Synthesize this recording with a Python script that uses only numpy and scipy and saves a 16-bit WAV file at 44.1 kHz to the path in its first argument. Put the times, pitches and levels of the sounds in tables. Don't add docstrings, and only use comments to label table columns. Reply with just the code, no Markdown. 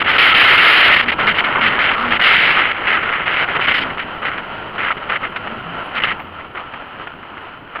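import sys
import numpy as np
from scipy import signal
from scipy.fft import rfft, irfft, next_fast_len
from scipy.io import wavfile
from scipy.ndimage import uniform_filter1d, minimum_filter1d

SR = 44100
rng = np.random.default_rng(int(sys.argv[2]) if len(sys.argv) > 2 else 0)


def volts_from_decibels(level):
    exponent = np.asarray(level, float) / 20
    return 10 ** exponent


def store_pcm(level_fs):
    pcm = np.round(np.clip(level_fs, -1, 1) * 32767).astype(np.int16)
    wavfile.write(sys.argv[1], SR, np.atleast_2d(pcm).T)


N = 343980
TIME = np.arange(N) / SR
SIZE = next_fast_len(N + 8192)

# frequency_hz, density_db (per Hz)
SHELL_RESPONSE = [(25, -36.5), (270, -16), (630, -12.5), (1050, -10), (1310, -1.5), (1560, -3), (2110, 4.5),
                  (2420, -0.5), (3050, -1.5), (3410, -12.5), (5030, -34), (5900, -52), (6100, -74)]
# frequency_hz, density_db (per Hz)
SEAL_LEAK = [(5000, -34), (6000, -4), (6760, -5.5), (7190, -6.5), (7750, -12.5), (8000, -34.5), (8250, -13),
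             (8740, -6.5), (9300, -2), (10900, 1), (12500, -4), (14000, -8), (15600, -13.5)]
# start_s, length_s, strength_db, depth_db
WIND_BURSTS = [(0.065, 0.22, -15, 4.5), (.183, 0.15, -11.5, -2), (0.342, 0.612, -10.5, 2.5),
               (0.618, 0.24, -10.5, 2), (0.956, 0.058, -12.5, 0), (1.01, .035, -19.5, -5),
               (1.188, 0.051, -23, 10.5), (1.347, 0.049, -20.5, -5), (1.463, 0.17, -27, 10),
               (1.612, 0.079, -17, 5), (1.693, 0.089, -22, 8.5), (1.791, .11, -16.5, 4.5),
               (1.897, .058, -20, 5.5), (1.965, 0.21, -28.5, 9), (2.212, .162, -13, 0),
               (2.368, 0.11, -14.5, -2.5), (2.472, .13, -16, 5), (2.601, 0.06, -17.5, 3.5),
               (2.66, 0.062, -21, 2.5), (2.722, 0.13, -29.5, 7), (2.852, .022, -23.5, 6), (2.871, .106, -18, 4.5),
               (2.97, .28, -25, 8.5), (3.258, .192, -20, 5), (3.608, 0.058, -18, -5), (3.671, .123, -18, 1.5),
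               (3.789, .051, -24.5, -2), (4.22, 0.13, -29, 11), (4.781, 0.15, -24.5, 8.5),
               (5.092, 0.083, -24, 7.5), (5.237, 0.023, -25, 9.5), (5.263, 0.017, -32, 7),
               (6.064, 0.064, -22.5, 4.5), (6.126, 0.01, -28, -3), (1.059, .022, -24.5, 1),
               (0, 0.028, -16, 1), (0.042, 0.019, -20.5, -4), (1.083, 0.026, -14.5, -11), (1.119, 0.023, -16, 3),
         (1.27, 0.038, -14.5, 3.5), (1.31, 0.019, -18, -1), (1.379, 0.033, -16.5, 3.5),
         (1.44, 0.035, -19, 6), (2.107, 0.037, -19, 6), (2.139, 0.038, -20.5, 1), (2.197, 0.02, -19, 7),
         (3.479, 0.062, -25, 8), (3.547, 0.034, -23, 8), (3.588, 0.01, -24, 7), (3.897, 0.016, -26.5, 4),
         (3.975, 0.062, -28, -6), (3.994, 0.017, -22, 4), (4.253, .043, -22.5, 6), (4.379, 0.011, -22.5, 6),
         (4.353, 0.045, -34.5, 13), (4.969, 0.016, -31.5, 6), (5.319, 0.011, -35, 19),
         (5.358, 0.02, -26.5, 8.5), (5.952, 0.077, -28.5, 7), (5.97, 0.017, -21, -7),
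         (6.022, 0.039, -19.5, 1), (6.387, 0.029, -38, 12), (6.563, 0.023, -35, 14),
         (7.23, 0.011, -34.5, 9.5), (7.752, .06, -34, 15.5)]
# centre_s, half_width_s, depth_db
LULLS = [(.036, 0.011, 7.5), (.123, .006, 9), (.145, .004, 5), (0.177, 0.0036, 10), (.343, 0.0042, 3.5),
         (.43, .006, 6), (.468, 0.0055, 6), (.565, 0.0099, 5), (.636, .006, 4.5), (.79, .004, 4.5),
         (.9, .005, 4.5), (.955, 0.0046, 7), (.982, .005, 5.5), (1.02, .004, 6), (1.07, 0.011, 5.5),
         (1.16, 0.026, 8), (1.256, 0.015, -4.5), (1.425, .012, -1), (1.865, 0.0038, 7), (2.186, 0.008, 4.5),
         (2.207, 0.0044, 10.5), (3.585, 0.0073, 5), (3.665, 0.0042, 7.5), (3.704, 0.0027, 3.5),
         (3.734, 0.0045, 12.5), (3.803, 0.0031, 3.5), (4.899, 0.0061, 5), (4.916, 0.0027, 0),
         (5.19, .015, 7), (5.234, .002, 6), (3.545, .006, 0), (3.606, .003, 7), (3.772, .004, 5),
         (2.372, 0.0046, 5.5), (2.895, .005, 3), (1.379, .003, 10), (1.546, .004, 4), (4.214, 0.0045, 7),
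         (3.967, 0.0037, 6.5), (5.357, .003, 6), (.011, 0.0036, 6.5), (6.014, .005, 11), (5.998, .003, 10),
         (6.065, .004, 5.5), (7.78, .005, 8), (7.799, 0.0027, 12.5)]
# centre_s, half_width_s, rise_db
SWELLS = [(.095, 0.0074, 0), (.41, .02, 5), (.51, .02, 4), (.6, .015, 2), (.665, .02, 0), (.72, .02, -0.5),
          (.85, 0.018, -3.5), (1.572, .012, 1.5), (1.67, 0.016, 3.5), (1.83, .02, 1), (1.885, .012, 1),
          (1.945, 0.009, 3), (2.27, .02, 2), (2.34, .02, 2.5), (2.425, .015, 2.5), (2.585, 0.012, -0.5),
          (2.71, .008, 4.5), (2.882, .007, 2.5), (3.1, .012, 2), (3.135, .015, 3.5), (3.21, .02, 1),
          (3.355, .01, 0), (3.425, .025, 2.5), (3.512, .012, 0.5), (3.645, .01, 1.5), (3.687, .008, 2.5),
          (3.718, .008, 1.5), (3.785, .008, -0.5), (4.84, 0.028, 0.5), (4.76, 0.013, 8), (5.248, .008, 2),
          (5.98, .008, 3), (6.6, .02, 6.5), (7.02, 0.023, 7)]
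# start_s, length_s, extra_db
SEAL_GAPS = [(1.194, .02, 13.5), (1.229, .04, 9), (1.959, .14, 10.5), (1.975, 0.056, 6), (1.359, 0.042, 4),
             (2.239, .03, 4.5), (2.448, .08, 2.5), (3.39, 0.041, 4), (3.738, .06, 9), (3.798, 0.036, 15.5),
             (3.968, .01, 10), (5.36, .015, 5), (5.942, .025, 18)]
# start_s, peak_db, pitch_hz
SLAPS = [(0.0179, 0, 1420), (0.0473, -11, 1300), (0.0613, -2.5, 1610), (0.162, -5, 1430), (0.182, 0, 1340),
         (0.9632, 6.5, 2040), (1.0775, -4.5, 2030), (1.0868, -3.5, 1980), (1.1178, -5.5, 1500),
         (1.1902, -6, 1160), (1.2385, -7.5, 1350), (1.274, -1.5, 1930), (1.343, -5, 1710),
         (1.3713, -5.5, 1310), (1.3844, -1, 2090), (1.441, -8.5, 1430), (1.4466, -7, 2050),
         (1.5509, -7.5, 1310), (1.7824, -0.5, 1170), (2.117, -4.5, 1520), (2.1949, -3, 1370),
         (2.2144, -4, 1970), (2.5057, 3, 2050), (2.8565, -7.5, 2070), (2.9037, -1.5, 1930),
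         (3.031, -6, 1360), (3.059, -10, 1980), (3.0824, -10, 1630), (3.2695, -10, 2020),
         (3.4867, -4, 1490), (3.5594, -6, 1360), (3.595, -3, 1370), (3.6811, 0, 1450), (3.7422, -2.5, 2120),
         (3.9737, -7.5, 1290), (3.9988, -9.5, 2130), (4.219, -11.5, 1320), (4.2518, -7, 1460),
         (4.792, -9, 1440), (4.9053, -4.5, 1290), (4.9693, -11.5, 1240), (5.031, -15, 1370),
         (5.099, -3.5, 1630), (5.212, -25, 1350), (5.229, -10, 1290), (5.3233, -19, 1260),
         (5.3617, -5, 1800), (5.4725, -6.5, 1400), (5.9489, -9, 1460), (5.9677, -14, 1530),
         (6.0018, -3, 2090), (6.0207, -6, 2020), (6.0367, 6.5, 2990), (6.1959, -13.5, 945),
         (6.55, -13, 1300), (6.57, -13, 2040), (6.7381, -10, 1370), (7.072, -11.5, 1360),
         (7.371, -14, 1360), (7.7574, -14.5, 1330)]
# start_s, peak_db, pitch_hz
STONE_TICKS = [(1.014, -3, 1810), (1.2096, -2, 1330), (3.713, 1, 2020), (3.7847, -3, 1370),
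               (4.0394, -26, 1230), (4.3834, -7, 2140), (4.8294, -11, 2020), (4.87, -11, 1450),
               (5.1288, -4, 1490), (5.1644, -7, 2120), (6.0534, 0, 2150), (6.072, -2.5, 1520),
               (6.0874, -3, 2010), (6.1036, -4, 2140), (6.155, -23, 972), (6.3874, -20, 1300),
               (6.4457, -21, 1260), (6.6394, -18, 1350), (6.909, -20, 1400), (6.999, -12, 1270),
               (7.1387, -16, 1300), (7.2344, -25, 1480), (7.2994, -28, 1370), (7.519, -20, 1290),
               (7.6768, -20, 1350), (7.7626, -8, 1340), (7.7914, -10, 1350)]
# start_s, length_s, pitch_hz, level_db
HOWLS = [
    (0.309, 0.035, 1280, -12),
    (1.542, 0.064, 1184, -18),
    (1.931, .17, 1306, -19.5),
    (4.901, 0.019, 1320, -15),
    (6.191, 0.023, 990, -26.5),
]
# time_s, airspeed_db (as steady rush), facing_db (seal into the wind)
RIDE_AIR = [(0.0, -28.5, 3.5), (0.43, -24.5, 7), (0.78, -23, 6.5), (1.02, -29, 3.5), (1.24, -28, -0.5),
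            (1.72, -27.5, 1), (2.04, -28.5, 1.5), (2.43, -29, 2), (2.71, -31.5, -4.5), (3.19, -32.5, -7),
            (3.67, -29, 1), (4.04, -33.5, -3), (4.8, -32.5, -5), (5.02, -35, -6), (6.02, -33.5, -1),
            (6.32, -39.5, -2), (6.93, -38.5, -8), (7.8, -42, -3.5)]
# frequency_hz, density_db (per Hz)
RUSH_SPECTRUM = [(250, -14.5), (500, -6), (1000, -2), (1200, -3), (1350, 3), (1600, -6), (2400, -10.5),
                 (3050, -7.5), (3500, -24), (4500, -35.5), (5500, -53), (6000, -73.5), (6800, -67.5),
                 (8000, -86)]
# frequency_hz, density_db (per Hz)
RUMBLE_SPECTRUM = [(20, -3.5), (40, -4), (140, 1.5), (300, 2), (500, -4), (900, -9), (2000, -57)]
# frequency_hz, density_db (per Hz)
HISS_SPECTRUM = [(6000, -26.5), (8000, -18.5), (9500, 3), (10700, 8), (12000, 4.5), (13000, -1.5),
                 (14200, 4.5), (15600, -7)]
# start_s, length_s, top_hz, fall_hz (top to end), level_db
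MOANS = [(1.02, .1, 242, 28, -34), (1.225, .11, 212, 14, -32), (1.59, .125, 227, 30, -30),
         (1.965, .195, 244, 52, -28), (3.87, .06, 159, 6, -35), (3.78, .17, 266, 14, -37),
         (3.78, .06, 310, 5, -37), (5.37, .1, 104, 4, -41), (5.465, .13, 222, 6, -38),
         (5.55, .12, 124, 2, -41), (5.63, .17, 172, 42, -35), (5.95, .06, 215, 2, -39),
         (6.2, .21, 89, 12, -43)]
# start_s, peak_db, pitch_hz
TINKLES = [(3.915, -69, 10500), (4.2502, -60, 10600), (4.3046, -71, 10600), (4.215, -69, 10600),
           (4.9452, -68.5, 10600), (5.3018, -63, 10600), (5.3587, -71, 10600), (5.7892, -67.5, 10600),
           (5.8421, -56, 10600), (6.3294, -75, 10600), (6.5345, -70, 10600), (7.418, -71, 10700)]
# start_s, peak_db, pitch_hz
PINGS = [
    (1.9994, -69, 14000),
    (4.154, -67.5, 14000),
    (4.9494, -72, 14100),
    (5.2904, -71, 14100),
    (5.8172, -72, 14160),
    (5.8451, -79, 14000),
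    (6.1794, -63.5, 14000),
    (6.1938, -55, 14200),
    (6.3175, -75, 14200),
]
# time_s, pitch_hz
WHINE_PITCH = [
    (0, 14915),
    (5.9, 14913),
    (5.93, 14945),
    (7.8, 14945),
]
# offset_steps (from the main line), level_db (rms)
WHINE_LINES = [
    (-2, -96),
    (-1, -92),
    (0, -82),
    (1, -85),
    (2, -95),
]
# low_hz, high_hz, depth_db, threshold (of a slow unit
EMPTY_BANDS = [
    (5750, 6250, -24, -1.1),
    (7800, 8250, -14, -.4),
    (15250, 15700, -18, .8),
]
# centre_s, depth_db
TREBLE_LOSSES = [(.065, -14), (0.325, -11.5), (0.832, -8.5), (.901, -9), (1.217, -11), (1.568, -36),
                 (1.776, -11), (1.892, -36), (2.649, -12.5), (2.983, -23.5), (3.208, -18), (3.587, -25.5),
                 (6.126, -4), (6.79, -7)]

SHELL_BAND_HZ = (1500, 3600)
SHELL_LAG_S = .003
USUAL_BURST_DB, USUAL_AIR_DB = -16.5, -33


def buffets():
    held_db, depth_db = bursts()
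    _, facing_db = ride_controls()
    over_db = np.clip(held_db - USUAL_BURST_DB, -11, 11)
    flutter_db = 0.99 * np.clip(drift(50), -3, 1.5) + drift(160)
    strength_db = held_db + flutter_db + lull_db()
    facing_db = facing_db + seal_db()

    def gate(extra_db):
        return signal.lfilter([.011], [1, -.989], volts_from_decibels(strength_db + extra_db))

    grain_share = np.interp(held_db, [-26, -11], [.7, .2])
    air = turbulence(per_s=600, spread_db=2.5, grain_share=grain_share)
    deep_air = air * gate(depth_db + 1.2 * drift(13))
    deep = colour(deep_air, SHELL_RESPONSE, low_hz=300, high_hz=1453, ref=SHELL_BAND_HZ)
    body_air = air * gate(0.2 * drift(25))
    body = colour(body_air, SHELL_RESPONSE, low_hz=1440, high_hz=3760, ref=SHELL_BAND_HZ)
    edge_db = 0.48 * over_db + .8 * facing_db - 0.1
    edge_air = air * gate(edge_db + drift(20))
    edge = colour(edge_air, SHELL_RESPONSE, low_hz=3930, ref=SHELL_BAND_HZ)
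    leak_db = 0.78 * over_db + facing_db - 47
    leak_air = turbulence(per_s=1700, spread_db=-3, grain_share=.5)
    sizzle = colour(leak_air * gate(leak_db + 1.4 * drift(30)), SEAL_LEAK)
    return deep + body + edge + sizzle


def bursts():
    wakes = [(s + SHELL_LAG_S / 2, 0.009, peak_db - 20.5, 8) for s, peak_db, hz in SLAPS]
    power, deep_power = np.full((2, N), 1e-7)
    for s, length, strength_db, depth_db in WIND_BURSTS + wakes:
        start = s - SHELL_LAG_S
        span = slice(max(int(start * SR), 0), int((start + length) * SR))
        power[span] += volts_from_decibels(2 * strength_db)
        deep_power[span] += volts_from_decibels(2 * (strength_db + depth_db))
    return 10 * np.log10(power), 10 * np.log10(deep_power / power)


def lull_db():
    dips = [(s, half, -depth_db) for s, half, depth_db in LULLS]
    return sum(change_db * np.exp(-((TIME - s) / max(half, .002)) ** 2)
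               for s, half, change_db in dips + SWELLS)


def seal_db():
    return sum(extra_db * (TIME > s) * (TIME < s + length) for s, length, extra_db in SEAL_GAPS)


def ride_controls():
    s, air_db, facing_db = np.transpose(RIDE_AIR)
    return np.interp(TIME, s, air_db) - USUAL_AIR_DB, np.interp(TIME, s, facing_db)


def slaps():
    t60_s, ring_db, snap_db = 0.0063, -2.5, -9
    rings, snaps, t = np.zeros(N), np.zeros(N), TIME[:600]
    for s, peak_db, hz in SLAPS + STONE_TICKS:
        at = int(s * SR)
        ring = volts_from_decibels(peak_db + ring_db - 60 * t / t60_s) * np.sin(2 * np.pi * hz * t)
        rings[at:at + 600] += ring[:N - at]
        snaps[at] += volts_from_decibels(peak_db + snap_db)
    dulling = signal.butter(8, 3200, fs=SR, output="sos")
    return signal.sosfilt(dulling, rings) + colour(snaps, SHELL_RESPONSE, low_hz=300, ref=SHELL_BAND_HZ)


def howls():
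    bandwidth_hz = 260
    out, r = np.zeros(N), np.exp(-np.pi * bandwidth_hz / SR)
    for s, length, hz, level_db in HOWLS:
        at, u = int(s * SR), np.linspace(0, 1, int(length * SR))
        pole = [1, -2 * r * np.cos(2 * np.pi * hz / SR), r * r]
        air = signal.lfilter([1], np.convolve(pole, pole), rng.standard_normal(9000))
        air = rms_one(air[1000:1000 + len(u)])
        out[at:at + len(u)] += volts_from_decibels(level_db) * np.sin(np.pi * u) ** 0.7 * air
    return out


def ride():
    air_db, facing_db = ride_controls()
    rush_db = -29 + 0.98 * air_db
    rumble_db = -38 + 0.88 * air_db
    hiss_db = -74.5 + .6 * air_db + .4 * facing_db
    lumps = drift(5.9)
    rush_air = turbulence(per_s=400, spread_db=7, grain_share=0.18)
    rush_air = rush_air * volts_from_decibels(rush_db + 0.64 * lull_db() + 1.6 * lumps)
    rush = colour(rush_air, RUSH_SPECTRUM, ref=(900, 3600))
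    lean_db = 1.5 * np.clip(lumps[::-1], -2, 2)
    rush = band_gain(rush[None], 1080, 1340, volts_from_decibels(lean_db))
    rush = band_gain(rush, 1340, 1620, volts_from_decibels(-lean_db))[0]
    rumble_noise = rng.standard_normal(N) * volts_from_decibels(rumble_db + 1.8 * drift(20))
    rumble = colour(rumble_noise, RUMBLE_SPECTRUM, ref=(30, 400))
    hiss_noise = rng.standard_normal(N) * volts_from_decibels(hiss_db + 1.8 * drift(20))
    hiss = colour(hiss_noise, HISS_SPECTRUM, ref=(8500, 14500))
    return rush + rumble + hiss


def moans():
    out = np.zeros(N)
    for s, length, top_hz, fall_hz, level_db in MOANS:
        at, u = int(s * SR), np.linspace(0, 1, int(length * SR))
        start_hz = top_hz - .75 * fall_hz
        arch = np.polyfit([0, .4, 1], [start_hz, top_hz, top_hz - fall_hz], 2)
        phase = 2 * np.pi * np.cumsum(np.polyval(arch, u)) / SR
        swell = np.sin(np.pi * u) ** .5
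        out[at:at + len(u)] += np.sqrt(2) * volts_from_decibels(level_db - 0.5) * swell * np.sin(phase)
    return out * volts_from_decibels(1.2 * drift(30))


def jingles(events, t60_s, split_hz):
    out = np.zeros(N)
    for s, peak_db, hz in events:
        at = int(s * SR)
        t = TIME[:min(int(.4 * SR), N - at)]
        pair = np.sin(2 * np.pi * hz * t) + .5 * np.sin(2 * np.pi * (hz + split_hz) * t)
        out[at:at + len(t)] += volts_from_decibels(peak_db - 3 - 60 * t / t60_s) * pair
    return out * volts_from_decibels(3 * drift(40))


def whine():
    step_hz = 92
    hz = np.interp(TIME, *np.transpose(WHINE_PITCH))
    out = np.zeros(N)
    for k, level_db in WHINE_LINES:
        phase = 2 * np.pi * np.cumsum(hz + k * step_hz) / SR + np.pi * k * k / 2
        out += np.sqrt(2) * volts_from_decibels(level_db) * np.sin(phase)
    return out


def turbulence(per_s, spread_db, grain_share):
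    sizes = volts_from_decibels(spread_db * np.minimum(rng.exponential(1, N), 2.2)) * rng.choice([-1, 1], N)
    grains = rms_one(sizes * (rng.random(N) < per_s / SR))
    share = np.clip(grain_share, 0, 1)
    return np.sqrt(share) * grains + np.sqrt(1 - share) * rng.standard_normal(N)


def rms_one(x):
    return x / np.sqrt(np.mean(x ** 2) + 1e-20)


def drift(rate):
    r = np.exp(-40 * np.pi * rate / SR)
    noise = rng.standard_normal(N // 20 + 4002)
    slow = signal.lfilter([1], [1, -2 * r, r * r], noise)[4000:]
    return np.interp(np.arange(N) / 20, np.arange(len(slow)), rms_one(slow))


def colour(x, points, low_hz=1, high_hz=30000, ref=(20, 20000)):
    hz = np.maximum(np.fft.rfftfreq(8192, 1 / SR), 5)
    points_hz, points_db = np.transpose(points)
    gain = volts_from_decibels(np.interp(np.log(hz), np.log(points_hz), points_db))
    gain = gain / np.sqrt(np.mean(gain ** 2 * (hz > ref[0]) * (hz < ref[1])))
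    gain = gain / np.sqrt((1 + (low_hz / hz) ** 12) * (1 + (hz / high_hz) ** 12))
    cepstrum = irfft(np.log(gain + 1e-7))
    cepstrum[1:4096] *= 2
    cepstrum[4097:] = 0
    pulse = irfft(np.exp(rfft(cepstrum)))
    return irfft(rfft(x, SIZE) * rfft(pulse, SIZE), SIZE)[:N]


def band_gain(x, low_hz, high_hz, gain):
    hz = np.fft.rfftfreq(SIZE, 1 / SR)
    inside = 1 / (1 + ((2 * hz - low_hz - high_hz) / (high_hz - low_hz)) ** 16)
    padded = np.pad(x, [(0, 0), (0, SIZE - N)], "reflect")
    band = irfft(rfft(padded) * inside, SIZE)[..., :N]
    return x + (gain - 1) * band


def scene():
    tinkles = jingles(TINKLES, t60_s=.2, split_hz=45)
    pings = jingles(PINGS, t60_s=.25, split_hz=90)
    return (buffets() + slaps() + howls() + ride() + moans() + tinkles + pings + whine())[None]


def thin_treble(x):
    for low_hz, high_hz, depth_db, threshold in EMPTY_BANDS:
        empty = drift(9) > threshold
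        x = band_gain(x, low_hz, high_hz, uniform_filter1d(volts_from_decibels(depth_db * empty), size=500))
    lost_db = sum(depth_db * np.exp(-((TIME - s) / 0.013) ** 4) for s, depth_db in TREBLE_LOSSES)
    return band_gain(x, 4300, 20000, volts_from_decibels(lost_db))


def limiter(x):
    peak = -minimum_filter1d(-np.abs(x), size=240)
    gain = np.minimum(1, .93 / (peak + 1e-9))
    gain = uniform_filter1d(uniform_filter1d(gain, size=130), size=130)
    return x * gain


def low_pass(x):
    return signal.sosfilt(signal.butter(12, 15740, fs=SR, output="sos"), x)


def record(dry):
    mix = np.clip(thin_treble(limiter(dry)), -1, 1)
    return low_pass(mix)


dry = scene()
out = record(dry)
store_pcm(out)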